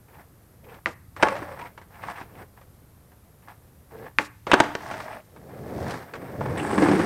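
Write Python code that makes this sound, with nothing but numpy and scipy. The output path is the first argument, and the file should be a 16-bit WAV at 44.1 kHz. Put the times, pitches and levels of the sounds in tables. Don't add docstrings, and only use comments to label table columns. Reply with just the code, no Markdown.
import sys
import numpy as np
from scipy import signal
from scipy.fft import rfft, irfft
from scipy.io import wavfile
from scipy.ndimage import uniform_filter1d

SR = 44100
rng = np.random.default_rng(int(sys.argv[2]) if len(sys.argv) > 2 else 0)


def bounce(signal):
    frames = np.transpose(np.atleast_2d(signal))
    limited = np.clip(frames, -1, 1)
    pcm = np.round(limited * 32767).astype(np.int16)
    wavfile.write(sys.argv[1], SR, pcm)


N = 310905
TIME = np.arange(N) / SR


def undb(db):
    return 10 ** (np.asarray(db) / 20)


def unit(x):
    return x / np.sqrt(np.mean(x ** 2))


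def add(track, s, sound):
    i = int(s * SR)
    track[i:i + len(sound)] += sound[:N - i]


def colour(x, points):
    hz, db = np.transpose(points)
    size = 2048
    bin_hz = np.arange(size // 2 + 1) * SR / size
    gain_db = np.interp(np.log(bin_hz + 1), np.log(hz), db)
    cepstrum = irfft(np.log(undb(gain_db)))
    cepstrum[1:size // 2] *= 2
    cepstrum[size // 2 + 1:] = 0
    response = irfft(np.exp(rfft(cepstrum)))
    return signal.fftconvolve(x, response / np.abs(response).max())[:len(x)]


def band(x, hz, width):
    return signal.lfilter(*signal.iirpeak(hz, hz / width, fs=SR), x)


def resonance(x, hz, width):
    return unit(band(band(x, hz, width), hz, width))


def shelves(x, bass_db, treble_db):
    low = signal.lfilter(*signal.butter(1, 500, fs=SR), x)
    high = signal.lfilter(*signal.butter(1, 2400, "high", fs=SR), x)
    return x + (undb(bass_db) - 1) * low + (undb(treble_db) - 1) * high


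def walk(rate):
    k = int(SR / rate)
    steps = np.repeat(rng.standard_normal(N // k + 1), k)
    smooth = uniform_filter1d(uniform_filter1d(steps, k), k)
    return unit(smooth[:N])


def fade(t, t60):
    return np.exp(-np.log(1000) * t / t60)


def envelope(start, attack, hold, release):
    t = TIME - start
    return np.clip(1 + t / attack, 0, 1) * fade(np.maximum(t - hold, 0), release)


def burst(t, t60):
    x = rng.standard_normal(len(t)) * fade(t, t60)
    return x / np.linalg.norm(x)


def grit(rate, spread_db):
    chance, size = rng.random(N), rng.exponential(size=N)
    sign = rng.choice([-1, 1], N)
    return unit((chance < rate / SR) * sign * undb(spread_db * np.minimum(size, 4)))


# (frequency [Hz], level [dB], decay time t60 [s])
BOARD_MODES = [(207.6, -6, 0.38), (296, 1.5, 0.29), (372, 3.5, 0.099), (503, 3.5, 0.18), (740, 4, 0.11),
               (857.5, 5.5, 0.16), (945, 2.5, 0.15), (1105, -1, 0.32), (1320, -5, 0.08), (1686, 2, 0.086),
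               (2170, -13, 0.14), (2770, -18.5, 0.09), (3410, -11.5, 0.085)]


def board(t, damping):
    hz, db, t60 = np.transpose(BOARD_MODES)[:, :, None]
    weight, detune = rng.standard_normal((2, len(BOARD_MODES), 1))
    sign = rng.choice([-1, 1], (len(BOARD_MODES), 1))
    amplitude = sign * undb(db + 2 * weight)
    sines = np.sin(2 * np.pi * hz * (1 + .004 * detune) * t)
    return np.sum(amplitude * sines * fade(t * damping, t60), axis=0)


def blow(spectrum, rattle_db, rattle_s, ring_db, damping):
    t = TIME[:SR // 4]
    force = undb(rattle_db) * burst(t, rattle_s)
    force[0] += 1
    force = force - 2 * band(force, 1700, 1900)
    force = force - 2 * band(force, 3500, 6100)
    return colour(force, spectrum) + undb(ring_db) * board(t, damping)


# (time [s], level [dB], length of the shoe's flick [s], flight of the board [s])
POPS = [(0.8592, -7, 0.065, 0.31), (4.1860, 2, 0.078, 0.31)]
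# (frequency [Hz], density [dB per Hz])
POP_SPECTRUM = [(60, -49), (300, -21), (750, -12), (1100, -1), (2000, 3.5), (2600, -4), (3100, -11),
                (3600, -15), (4500, -18.5), (6200, -30), (15000, -51)]


def pops():
    out = np.zeros(N)
    t = TIME[:SR // 4]
    for s, db, _, _ in POPS:
        crack = blow(POP_SPECTRUM, rattle_db=-8.0, rattle_s=0.037, ring_db=-37.0, damping=1.4)
        chatter = colour(burst(t, 0.14) * np.minimum(t / 0.0065, 1), SLAM_SPECTRUM)
        add(out, s, undb(db) * crack + undb(-8) * shelves(chatter, 1.5, 0))
    return out


# (time [s], level [dB], bass shelf [dB], treble shelf [dB])
SLAMS = [(1.2262, -19.5, -3, 15), (1.230, 5.5, -9, -9), (1.2336, 1, -6.5, -7), (1.271, -16, -0.5, -16),
         (1.285, -23.5, -15, 10), (4.5157, -3, 0.5, 3), (4.533, -2, 11, -12), (4.5363, -7.5, 0.5, 6.5),
         (4.540, -1, 7.5, 4), (4.6022, -14, 10, 18), (4.6053, -7.5, 9.5, 6), (4.752, -18.5, 5.5, 7)]
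# (frequency [Hz], density [dB per Hz])
SLAM_SPECTRUM = [(50, -17), (150, -5.5), (350, 0.5), (650, -1.5), (950, -0.5), (1650, -4.5), (2200, -9),
                 (2800, -15), (4000, -23), (5600, -27), (8500, -34), (15000, -60.5)]


def landings():
    out = np.zeros(N)
    for s, db, bass_db, treble_db in SLAMS:
        slam = blow(SLAM_SPECTRUM, rattle_db=3.0 - 0.21 * db, rattle_s=0.022, ring_db=-31, damping=1)
        add(out, s, undb(db) * shelves(slam, bass_db, treble_db))
    return out


# (time [s], level [dB], bass shelf [dB])
KNOCKS = [(.743, -38.5, -9), (1.164, -32.5, -4), (1.354, -31, -4), (1.364, -27, -13), (1.42, -37.5, 14.5),
          (1.591, -34, -12), (1.777, -34.5, -21), (1.815, -40.5, -23), (2.036, -36.5, 2),
          (2.212, -36.5, 7.5), (2.613, -44, -10), (3.118, -49.5, 0), (3.484, -39, -16), (4.468, -21, 1.5),
          (4.638, -20, 1), (4.912, -25, -14), (4.94, -29, 1), (5.002, -28.5, -9), (5.362, -41.5, 1),
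          (6.137, -27, 0.5), (6.154, -31, -11), (6.409, -32, 16), (6.460, -32.5, 15)]


def knocks():
    out = np.zeros(N)
    for s, db, bass_db in KNOCKS:
        knock = blow(SLAM_SPECTRUM, rattle_db=9.5, rattle_s=0.088, ring_db=-21.5, damping=1.9)
        add(out, s, undb(db) * shelves(knock, bass_db, treble_db=3))
    return out


def flicks():
    gain = np.zeros(N)
    for s, db, length, _ in POPS:
        stroke = np.interp(TIME - s, [0, .003, length, length + 0.019], [0.011, 0.64, 0.42, 0.026])
        gain += undb(db) * stroke
    scrape = band(band(rng.standard_normal(N), 3300, 6500), 4300, 9000) * undb(1.4 * walk(150))
    return undb(-44.0) * gain * unit(scrape)


# (time [s], rumble gain [dB], rasp
# gain [dB])
APPROACH = [
    [(5.27, -60, -67), (5.422, -47, -59.5), (5.788, -31, -41), (5.938, -35.5, -35.5), (6.11, -52, -50.5)],
    [(6.19, -41, -51.5), (6.572, -29, -35.5), (6.622, -32.5, -34.5), (6.822, -18.5, -26.5),
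     (7.04, -23, -28.5)],
]
# (time [s], rasp gain [dB], decay [dB per s])
JUDDERS = [(1.241, -31.5, 44), (4.519, -32, 61)]
# (start [s], length [s], rasp gain at the end [dB], swell up to the end [dB], rumble relative to rasp [dB])
SCRUBS = [(0.088, 0.12, -48.5, 8, -4), (0.64, 0.13, -50.5, 3.5, -0.5), (1.17, 0.021, -44.5, -5.5, -6),
          (1.598, 0.06, -42, -1.5, -5.5), (1.908, 0.2, -32.5, 24, -10.5), (2.141, 0.068, -35, 10, -15),
          (2.241, 0.18, -47, 15, 3.5), (2.573, 0.022, -58.5, -5, -17), (3.426, 0.088, -50, 10, -18),
          (3.912, 0.16, -45, 7, 1.5), (4.812, 0.36, -42, -3, -7), (5.757, 0.2, -46, 23, -10)]


def wheel_levels():
    nose_lift = 0.11
    far_rumble_db, far_rasp_db = -60.5, -74
    judder_rumble_db = -7
    s, rumble_db, rasp_db = np.vstack(APPROACH).T
    grounded = np.ones(N)
    for pop, _, _, flight in POPS:
        grounded -= envelope(pop - nose_lift, attack=.03, hold=nose_lift + flight, release=.04)
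    rasps = [grounded * undb(np.interp(TIME, s, rasp_db, left=far_rasp_db))]
    rumbles = [grounded * undb(np.interp(TIME, s, rumble_db, left=far_rumble_db))]
    for start, db, decay in JUDDERS:
        settling = undb(db - decay * np.maximum(TIME - start, 0))
        gain = envelope(start, attack=0.056, hold=0.44, release=0.33) * settling
        rasps.append(gain)
        rumbles.append(gain * undb(judder_rumble_db))
    scrubs = []
    for start, length, db, swell_db, low_db in SCRUBS:
        to_come = np.clip(1 - (TIME - start) / length, 0, 1)
        gain = envelope(start, attack=0.01, hold=length, release=0.14) * undb(db - swell_db * to_come)
        scrubs.append(gain)
        rumbles.append(gain * undb(low_db))
    return [np.linalg.norm(gains, axis=0) for gains in (rasps + scrubs, rumbles, scrubs)]


ARRIVAL_S = 6.57
# (frequency [Hz], density [dB per Hz])
RASP_SPECTRUM = [(200, -13), (450, -9.5), (590, -11.5), (690, 2.5), (880, -1.5), (1100, -2.5), (1400, -4),
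                 (2100, -7.5), (3000, -20), (4300, -28), (5600, -26), (6700, -49.5), (8200, -22.5),
                 (11000, -34), (15000, -65.5)]


def rasp(rasp_gain, bumps):
    stones = grit(rate=2000, spread_db=1.5) * bumps * undb(2.0 * walk(45))
    ring = signal.fftconvolve(grit(rate=200, spread_db=4.5), board(TIME[:SR // 8], damping=6.8))[:N]
    return rasp_gain * unit(unit(colour(stones, RASP_SPECTRUM)) + undb(-2.0) * resonance(ring, 1600, 1900))


# (frequency [Hz], density [dB per Hz])
RUMBLE_SPECTRUM = [(40, -23.5), (80, 2), (130, 4), (200, -0.5), (320, -2.5), (520, -1.5), (740, -8),
                   (1100, -28.5), (3000, -44.5)]


def rumble(rumble_gain, bumps):
    rise = 0.36
    boom = undb(np.interp(TIME - ARRIVAL_S, [-rise / 2, rise / 2], [-16, 11.5]))
    load = grit(rate=2800, spread_db=1.5) * bumps
    low_mode = band(band(load, 205, 50), 235, 160)
    high_mode = band(band(load, 305, 80), 330, 200)
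    deck = unit(low_mode + undb(-1) * high_mode)
    bumping = unit(colour(grit(rate=2500, spread_db=1.5), RUMBLE_SPECTRUM))
    return rumble_gain * (bumping + boom * deck) / np.sqrt(1 + boom ** 2)


# (start of the thickest part [s], its length [s], hiss [dB])
SAND_PATCHES = [(4.874, 0.15, -55), (5.913, 0.038, -50.5), (6.84, 0.23, -49)]


def sand(rasp_gain):
    hiss = np.zeros(N)
    for s, length, db in SAND_PATCHES:
        rise = 71 * np.maximum(s - TIME, 0)
        fall = 174.5 * np.maximum(TIME - s - length, 0)
        hiss += undb(db - rise - fall)
    crackle = resonance(grit(rate=8600, spread_db=6), 4500, 4200)
    return np.hypot(hiss, undb(-23) * rasp_gain) * crackle


def bearings():
    attack = 0.0096
    gain = undb(-49.5) * envelope(ARRIVAL_S + attack, attack, hold=0.29, release=0.33)
    return gain * unit(band(band(grit(rate=6300, spread_db=8.0), 8300, 1400), 8200, 2400))


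def rolling(rasp_gain, rumble_gain):
    bumps = undb(1.9 * walk(90))
    return rasp(rasp_gain, bumps) + rumble(rumble_gain, bumps) + sand(rasp_gain) + bearings()


# (time [s], level [dB])
JOLTS = [(6.729, -25), (6.780, -17.5), (6.822, -17), (6.885, -17), (6.914, -18), (6.993, -23.5)]


def jolts():
    out = np.zeros(N)
    t = TIME[:SR // 4]
    for s, db in JOLTS:
        rattle = blow(SLAM_SPECTRUM, rattle_db=11, rattle_s=0.075, ring_db=-19, damping=2.1)
        boom = resonance(board(t, damping=2.4), 290, 220)
        add(out, s, undb(db) * (rattle + undb(-13) * boom))
    return out


def scuffs(scrub_gain):
    slips = grit(rate=1700, spread_db=4.5) * undb(5.5 * walk(70))
    return undb(-14) * scrub_gain * resonance(slips, 2350, 1100)


# (start [s], length [s], pitch [Hz], level [dB])
HUMS = [(0.649, 0.092, 464, -52), (1.164, 0.079, 550, -50), (1.231, 0.15, 572, -34),
        (1.415, 0.13, 546, -43.5), (1.59, 0.065, 960, -42), (3.935, 0.13, 457, -44.5),
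        (4.473, 0.046, 500, -34), (4.84, 0.36, 625, -46), (6.138, 0.02, 430, -35.5),
        (6.394, 0.13, 125, -33.5), (6.526, .42, 826, -43)]


def hums():
    out = np.zeros(N)
    for start, length, hz, db in HUMS:
        ring = resonance(rng.standard_normal(N), hz, 87)
        ring = np.interp(TIME + np.cumsum(.015 * walk(10)) / SR, TIME, ring)
        out += undb(db) * envelope(start, attack=.008, hold=length, release=0.069) * ring
    return out


# (time [s], pitch [Hz], level [dB])
CHIRPS = [(1.611, 2300, -54), (1.655, 2130, -44), (4.517, 2710, -15.5), (6.574, 2040, -28),
          (6.597, 2760, -35.5)]


def chirps():
    out = np.zeros(N)
    t = TIME[:SR // 4]
    for s, hz, db in CHIRPS:
        squeak = resonance(rng.standard_normal(len(t)), hz, 720) * fade(t, 0.087)
        add(out, s, undb(db) * squeak)
    return out


# (time [s], level [dB])
SAND_CRACKS = [(5.8793, -45), (5.908, -37)]


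def sand_cracks():
    out = np.zeros(N)
    t = TIME[:SR // 8]
    for s, db in SAND_CRACKS:
        crunch = resonance(rng.standard_normal(len(t)), 3100, 4700) * fade(t, .05)
        add(out, s, undb(db) * crunch)
    return out


def plaza(x, wet_db, t60, top_hz):
    t = TIME[:SR // 2]
    echoes = burst(t, t60) * np.minimum(t / 0.0027, 1)
    tail = signal.lfilter(*signal.butter(2, top_hz, fs=SR), echoes)
    return x + undb(wet_db) * signal.fftconvolve(x, tail)[:N]


def air(rasp_gain):
    hiss = unit(band(band(rng.standard_normal(N), 14000, 3500), 12900, 4600))
    return undb(-64) * hiss * np.tanh(rasp_gain / undb(-52.5))


# (frequency [Hz], density [dB per Hz])
PARK_SPECTRUM = [(25, -9.5), (110, 2.5), (200, -9), (500, -18), (1200, -16), (2000, -22), (3000, -28.5),
                 (6700, -29), (13500, -20.5), (16000, -39)]


def park():
    noise = unit(colour(rng.standard_normal(N), PARK_SPECTRUM))
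    hum = unit(band(band(rng.standard_normal(N), 85, 80), 88.0, 110)) * undb(2 * walk(1.6))
    return undb(-58.0) * noise + undb(-55.5) * hum


def scene():
    rasp_gain, rumble_gain, scrub_gain = wheel_levels()
    cracks = plaza(pops(), wet_db=-13.5, t60=0.34, top_hz=2190)
    slams = plaza(landings() + knocks() + chirps(), wet_db=-12.5, t60=0.46, top_hz=9000)
    wheels = rolling(rasp_gain, rumble_gain) + scuffs(scrub_gain) + hums() + jolts() + sand_cracks()
    return (cracks + slams + flicks() + wheels + park() + air(rasp_gain))[None]


def record(dry):
    clipped = np.clip(dry, -1, 1)
    low_pass = signal.ellip(8, .2, 70, 15800, fs=SR, output="sos")
    return signal.sosfilt(low_pass, clipped)


dry = scene()
out = record(dry)
bounce(out)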